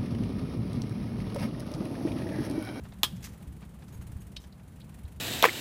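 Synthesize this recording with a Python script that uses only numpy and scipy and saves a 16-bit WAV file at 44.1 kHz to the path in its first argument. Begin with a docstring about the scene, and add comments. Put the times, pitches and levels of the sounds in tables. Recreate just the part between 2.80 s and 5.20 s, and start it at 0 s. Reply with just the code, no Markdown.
"""A bicycle rolls along a wooden boardwalk, heard from the saddle.
From the start the tyres rumble, thump over the planks and scuff on grit, and the chain ticks softly
over its sprocket. At 0.23 s a bump makes a loose part clack hard, and small parts rattle after it.
From 1.1 s the drive squeaks faintly; near 1.6 s a smaller metal part clicks, and the ride rolls on.
All along, railings and trees give the bicycle's small noises a light echo."""
import sys
import numpy as np
from scipy import signal
from scipy.fft import rfft, irfft, next_fast_len
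from scipy.io import wavfile
from scipy.ndimage import uniform_filter1d, map_coordinates

SR = 44100
rng = np.random.default_rng(int(sys.argv[2]) if len(sys.argv) > 2 else 0)


def store_pcm(level_fs):
    """Save levels as 16-bit WAV."""
    pcm = np.round(np.clip(level_fs, -1, 1) * 32767).astype(np.int16)
    wavfile.write(sys.argv[1], SR, np.atleast_2d(pcm).T)


N = 105840


def rumble():
    """The rolling tyres make a low rumble, and the frame resonates under them with a wavering tone."""
    # colour of the rumble (frequency [Hz], level [dB per Hz])
    colour = [(20, -43.5), (35, -28), (48, -13), (59, 0.5), (72, -3.5), (100, -7), (150, -6.5), (190, -5.5),
              (250, -16.5), (400, -29), (700, -53), (1500, -96.5)]
    # swell of rumble and boom together (time [s], level [dB])
    swell = [(0.0, -40.5), (0.12, -47.5), (0.31, -45), (0.42, -45), (0.54, -45.5), (0.57, -49.5),
             (0.67, -44.5), (0.82, -45.5), (0.97, -47.5), (1.14, -45.5), (1.38, -47), (1.5, -45.5),
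             (1.64, -50.5), (1.77, -50), (2.19, -46), (2.28, -50), (2.4, -42)]
    boom_hz, boom_db = 59, -14.5
    t = clock()
    low = noise(colour)
    local_power = np.abs(uniform_filter1d(low ** 2, size=3300))
    bed = unit(low / np.sqrt(local_power + 1e-6))  # levelled over 75 ms for an even roll
    tone = np.sin(2 * np.pi * boom_hz * t + 0.76 * wobble(5.55))
    boom = unit(tone * amp(12.0 * wobble(7.3)))
    return (bed + amp(boom_db) * boom) * amp(curve(swell, t))


def planks():
    """A plank knocked by a wheel thumps for a few low cycles."""
    # plank knocks (time [s], level [dB], pitch [Hz], t60 [s])
    thumps = [(0.191, -32.5, 195, 0.086), (.329, -24.5, 178, 0.11), (0.369, -32, 127, 0.14),
              (0.621, -31, 165, 0.08), (.672, -32.5, 62.4, 0.2), (1.157, -26.5, 85, .05),
              (1.19, -28.5, 69.4, 0.063), (1.196, -30.5, 141, 0.067), (1.258, -26.5, 93, 0.045),
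              (1.295, -25, 94, 0.043), (1.331, -27.5, 84, 0.062), (1.358, -22, 78, 0.06),
              (1.387, -32.5, 153, .08), (1.574, -33, 70, 0.093), (1.66, -33, 90, 0.067),
              (2.243, -26.5, 77.8, 0.097)]
    rise_s = 0.0039
    out = np.zeros(N)
    for s, db, hz, t60 in thumps:
        t = np.maximum(clock() - s, 0)
        attack = 1 - np.exp(-t / rise_s)
        out += amp(db) * attack * fade(t, t60) * np.sin(2 * np.pi * hz * t)
    return out


def clack():
    """A loose part slaps and bounces: each contact cracks and rings, and it chatters in between."""
    # the slap and its bounces (time [s], level [dB])
    contacts = [(.2327, -4.5), (.2341, -18), (.2353, -34), (.2411, -14), (.247, -22), (.2477, -24)]
    # heavily damped resonances of the impact (frequency [Hz], level [dB], t60 [s])
    crack_modes = [(894, -17, .014), (1945, -13, 0.0058), (2800, -9.5, 0.0054), (3450, -4, 0.0074),
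                   (4170, -2.5, 0.0038), (7090, -7, 0.0032), (12640, -2.5, 0.0021)]
    # longer ring of the part (frequency [Hz], level [dB], t60 [s])
    ring_modes = [(1030, -40.5, 0.046), (1235, -26, 0.052), (1694, -22, 0.027), (2434, -24, 0.04),
                  (2840, -33.5, 0.061), (3070, -25, 0.049), (3236, -24, .12), (3420, -28, 0.12),
                  (3540, -32, 0.041), (3820, -33, .04), (4340, -33, .05), (5110, -36.5, 0.088)]
    # burst of chatter (time [s], level [dB], hold [s])
    chatter = [(.234, -29.5, 0.01)]
    # colour of the chatter (frequency [Hz], level [dB per Hz])
    colour = [(150, -20.5), (300, 2.5), (580, -9.5), (780, -5), (1150, -1), (1450, -5.5), (2000, -6.5),
              (3400, 1.5), (4500, -3.5), (5700, -6), (7000, -11.5), (9500, -5), (12500, -14), (15500, -10)]
    snap = bursts(chatter, rise_s=0.00046, t60=0.037)
    tail = amp(-12) * bursts(chatter, rise_s=0.0033, t60=0.21)
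    return ring(contacts, crack_modes) + ring(contacts, ring_modes) + noise(colour) * (snap + tail)


def rattle():
    """Small parts shake in brief, bright flurries, loudest after the bump."""
    # flurries (time [s], level [dB], hold [s])
    shakes = [(.358, -60, 0.0075), (.424, -51, 0.014), (.439, -46, 0.0026), (.444, -46, 0.0042),
              (.450, -56, 0.0027), (.52, -65, 0.014), (1.079, -61, 0.0013), (1.6, -62.5, 0.04)]
    # colour of the rattle (frequency [Hz], level [dB per Hz])
    colour = [(400, -25), (1800, 2), (4000, 0), (6000, 4.5), (9000, -3.5), (13000, -3), (15500, -9)]
    flurries = noise(colour) * bursts(shakes, rise_s=0.0013, t60=0.13)
    flutter = unit(amp(2.2 * wobble(460)))
    return flurries * flutter


def clicks():
    """A small metal part chatters; its hardest contact leaves a brief ring."""
    # contacts of the part (time [s], level [dB])
    contacts = [(1.5625, -52), (1.564, -45), (1.566, -33.5), (1.569, -42)]
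    # colour of the clicks (frequency [Hz], level [dB per Hz])
    colour = [(500, -31), (1700, -15), (2800, -1.5), (3800, 4), (5000, -3), (7000, -13.5), (9000, -18),
              (15000, -36)]
    # ring of the metal (frequency [Hz], level [dB], t60 [s])
    modes = [(3080, -19, 0.066), (3260, -9, 0.036), (3830, -7.5, 0.057), (4340, -12, 0.042),
             (5240, -23, 0.115)]
    strikes = bursts([(s, db, 0) for s, db in contacts], rise_s=0.00029, t60=0.027)
    hardest = max(contacts, key=lambda row: row[1])
    return noise(colour) * strikes + ring([hardest], modes)


def taps():
    """Pebbles of grit ping faintly, each with one short, rough resonance."""
    # taps (time [s], level [dB], pitch [Hz])
    hits = [(0.122, -54.5, 4240), (.471, -46, 1750), (1.64, -54, 3390), (1.725, -53.5, 4300),
            (1.797, -56, 1900), (2.006, -52.5, 3450), (2.016, -50, 3810), (2.253, -55.5, 3900)]
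    t, out = clock(), np.zeros(N)
    for s, db, hz in hits:
        rough_tone = np.sin(2 * np.pi * hz * t + 1.7 * wobble(1200))
        out += amp(db) * fade(t - s, t60=0.04) * rough_tone
    return out


def chain():
    """Each link seats on the sprocket with a soft tick and leaves it with a softer one."""
    # chain travel (time [s], links passed [count])
    travel = [(-.009, -1), (.19, 3), (.326, 6), (.58, 12), (.728, 15), (.896, 19), (1.042, 22), (1.224, 26),
              (1.372, 29), (1.674, 35), (1.836, 38), (1.883, 39), (2.004, 42), (2.047, 43), (2.147, 45),
              (2.284, 48), (2.406, 51)]
    # strength of the ticks (time [s], level [dB])
    strength = [(0, -60.5), (.6, -59), (.9, -61.5), (1.08, -62.5), (1.22, -56), (1.38, -56.5), (1.5, -58.5),
                (1.78, -65), (2, -60.5), (2.15, -57.5), (2.4, -61)]
    # colour of a tick (frequency [Hz], level [dB per Hz])
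    colour = [(500, -18), (2000, 4), (3500, -1), (4800, -7), (6200, -5), (8900, 1), (10500, 0.5),
              (13300, -7), (15000, -0.5)]
    lead_s, hold_s, scatter_db = 0.0072, 0.0038, 1.5
    exit_delay_s, exit_db = 0.027, -15
    s, links = np.transpose(travel)
    times = np.interp(np.arange(0, links[-1] + 1), links, s) - lead_s
    levels = curve(strength, times) + scatter_db * rng.standard_normal(len(times))
    seats = [(at, db, hold_s) for at, db in zip(times, levels)]
    exits = [(at + exit_delay_s, db + exit_db, hold) for at, db, hold in seats]
    return noise(colour) * bursts(seats + exits, rise_s=0.004, t60=0.066)


def tread():
    """The tread hisses softly on the wood."""
    # colour of the hiss (frequency [Hz], level [dB per Hz])
    colour = [(100, 4), (400, 0.5), (850, -4), (1400, -9), (2200, -14), (3600, -18), (5200, -22.5),
              (9000, -21), (12300, -22), (15500, -26.5)]
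    # swell of the hiss (time [s], level [dB])
    swell = [(0, -58), (.55, -56), (.72, -59.5), (1.2, -58), (1.75, -60.5), (2.1, -59), (2.4, -59.5)]
    return noise(colour) * amp(curve(swell, clock()) + wobble(70))


def grit():
    """Grit under the tyres gives short, grainy scuffs."""
    # scuffs (time [s], level [dB], hold [s])
    scuffs = [(.045, -54.5, 0.018), (.121, -54, 0.0057), (.470, -61, 0.0018), (.621, -60.5, 0.0016),
              (.817, -55, 0.024), (1.022, -53.5, 0.0039), (1.123, -60, 0.026), (1.211, -53.5, 0.0035),
              (1.640, -57.5, 0.0093), (1.798, -61, 0.0021), (2.124, -61, 0.0031)]
    # colour of the grit (frequency [Hz], level [dB per Hz])
    colour = [(250, 0.5), (800, 7), (1800, 1), (3000, -4), (4500, -8.5), (7000, -15), (15000, -30)]
    scrape = noise(colour) * bursts(scuffs, rise_s=0.00066, t60=0.063)
    grain = unit(amp(2.3 * wobble(550)))
    return scrape * grain


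def squeaks():
    """Rubbing metal in the drive rasps faintly and sings on two narrow resonances."""
    # rubs (time [s], level [dB], hold [s])
    rubs = [(1.123, -63, 0.005), (1.141, -61.5, 0.0097), (1.212, -63.5, 0.0039), (1.404, -62.5, 0.0074)]
    # singing resonances (frequency [Hz], level [dB])
    modes = [(6620, 0.5), (12180, 0)]
    # colour of the rasp (frequency [Hz], level [dB per Hz])
    colour = [(1500, 0), (5000, -14), (8500, -1), (11500, 0), (13500, -13), (15500, -12)]
    tone = sum(amp(db) * np.sin(2 * np.pi * hz * clock() + wobble(190)) for hz, db in modes)
    rasp = amp(-0.5) * noise(colour) * bursts(rubs, rise_s=0.0016, t60=0.13)
    return tone * bursts(rubs, rise_s=0.0017, t60=0.06) + rasp


def echo(x, t60):
    """Scattered reflections smear x into a diffuse tail, at unity energy gain."""
    t = np.arange(SR) / SR
    tail = rng.standard_normal(SR) * fade(t, t60) * (1 - np.exp(-t / 0.0025))
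    return signal.fftconvolve(x, tail / np.linalg.norm(tail))[:N]


def ring(contacts, modes):
    """Each contact starts the modes from rest, in alternating polarity and at slightly random levels."""
    rise_s, scatter_db = 0.0001, 1.5
    out, t = np.zeros(N + SR), np.arange(SR // 4) / SR
    attack = 1 - np.exp(-t / rise_s)
    for s, db in contacts:
        for k, (hz, level, t60) in enumerate(modes):
            gain = (-1) ** k * amp(db + level + scatter_db * rng.standard_normal())
            out[int(s * SR):][:len(t)] += gain * attack * fade(t, t60) * np.sin(2 * np.pi * hz * t)
    return out[:N]


def bursts(rows, rise_s, t60):
    """Rise-hold-release envelopes from (time [s], level [dB], hold [s]) rows, summed in power."""
    power, t = np.zeros(N + SR), np.arange(SR // 4) / SR
    for s, db, hold in rows:
        shape = np.minimum(t / rise_s, 1) * fade(np.maximum(t - rise_s - hold, 0), t60)
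        start = int(np.clip(s * SR, 0, N))
        power[start:start + len(t)] += (amp(db) * shape) ** 2
    return np.sqrt(power[:N])


def noise(colour):
    """Noise of rms 1, shaped by (frequency [Hz], level [dB per Hz]) points."""
    size = next_fast_len(N + 8192)
    hz, db = np.transpose(colour)
    bin_hz = np.fft.rfftfreq(size, 1 / SR)
    gain = amp(np.interp(np.log(bin_hz + 1), np.log(hz), db))
    return unit(irfft(rfft(rng.standard_normal(size)) * gain, size)[:N])


def wobble(rate):
    """A smooth random curve with `rate` knots a second."""
    return map_coordinates(rng.standard_normal(N // 10), [clock() * rate], mode="wrap")


def fade(t, t60):
    """Exponential decay from t = 0, silent before."""
    return (t >= 0) * np.exp(-np.log(1000) * np.maximum(t, 0) / t60)


def curve(rows, t):
    """Straight lines through (time [s], value) rows."""
    return np.interp(t, *np.transpose(rows))


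def amp(db):
    """Decibels to gain."""
    return 10 ** (np.asarray(db) / 20)


def unit(x):
    """Scale to rms 1."""
    return x / np.sqrt(np.mean(x ** 2) + 1e-20)


def clock():
    """Time of every sample in seconds."""
    return np.arange(N) / SR


def scene():
    """The bicycle's small noises echo off the railings and trees, over the dry rolling bed."""
    parts = clack() + rattle() + clicks() + taps() + chain() + squeaks()
    railings = amp(-16.5) * echo(parts, t60=0.11)
    trees = amp(-29) * echo(parts, t60=0.75)
    rolling = rumble() + tread() + grit() + planks()
    return (parts + railings + trees + rolling)[None]


def record(dry):
    """A steep low-pass trims the very top of the treble."""
    top_hz, edge_hz = 15480, 400
    size = next_fast_len(N + SR // 2)
    bin_hz = np.fft.rfftfreq(size, 1 / SR)
    gain = np.clip((top_hz - bin_hz) / edge_hz + 0.5, 0, 1)
    return irfft(rfft(dry, size) * gain, size)[:, :N]


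dry = scene()
out = record(dry)
store_pcm(out)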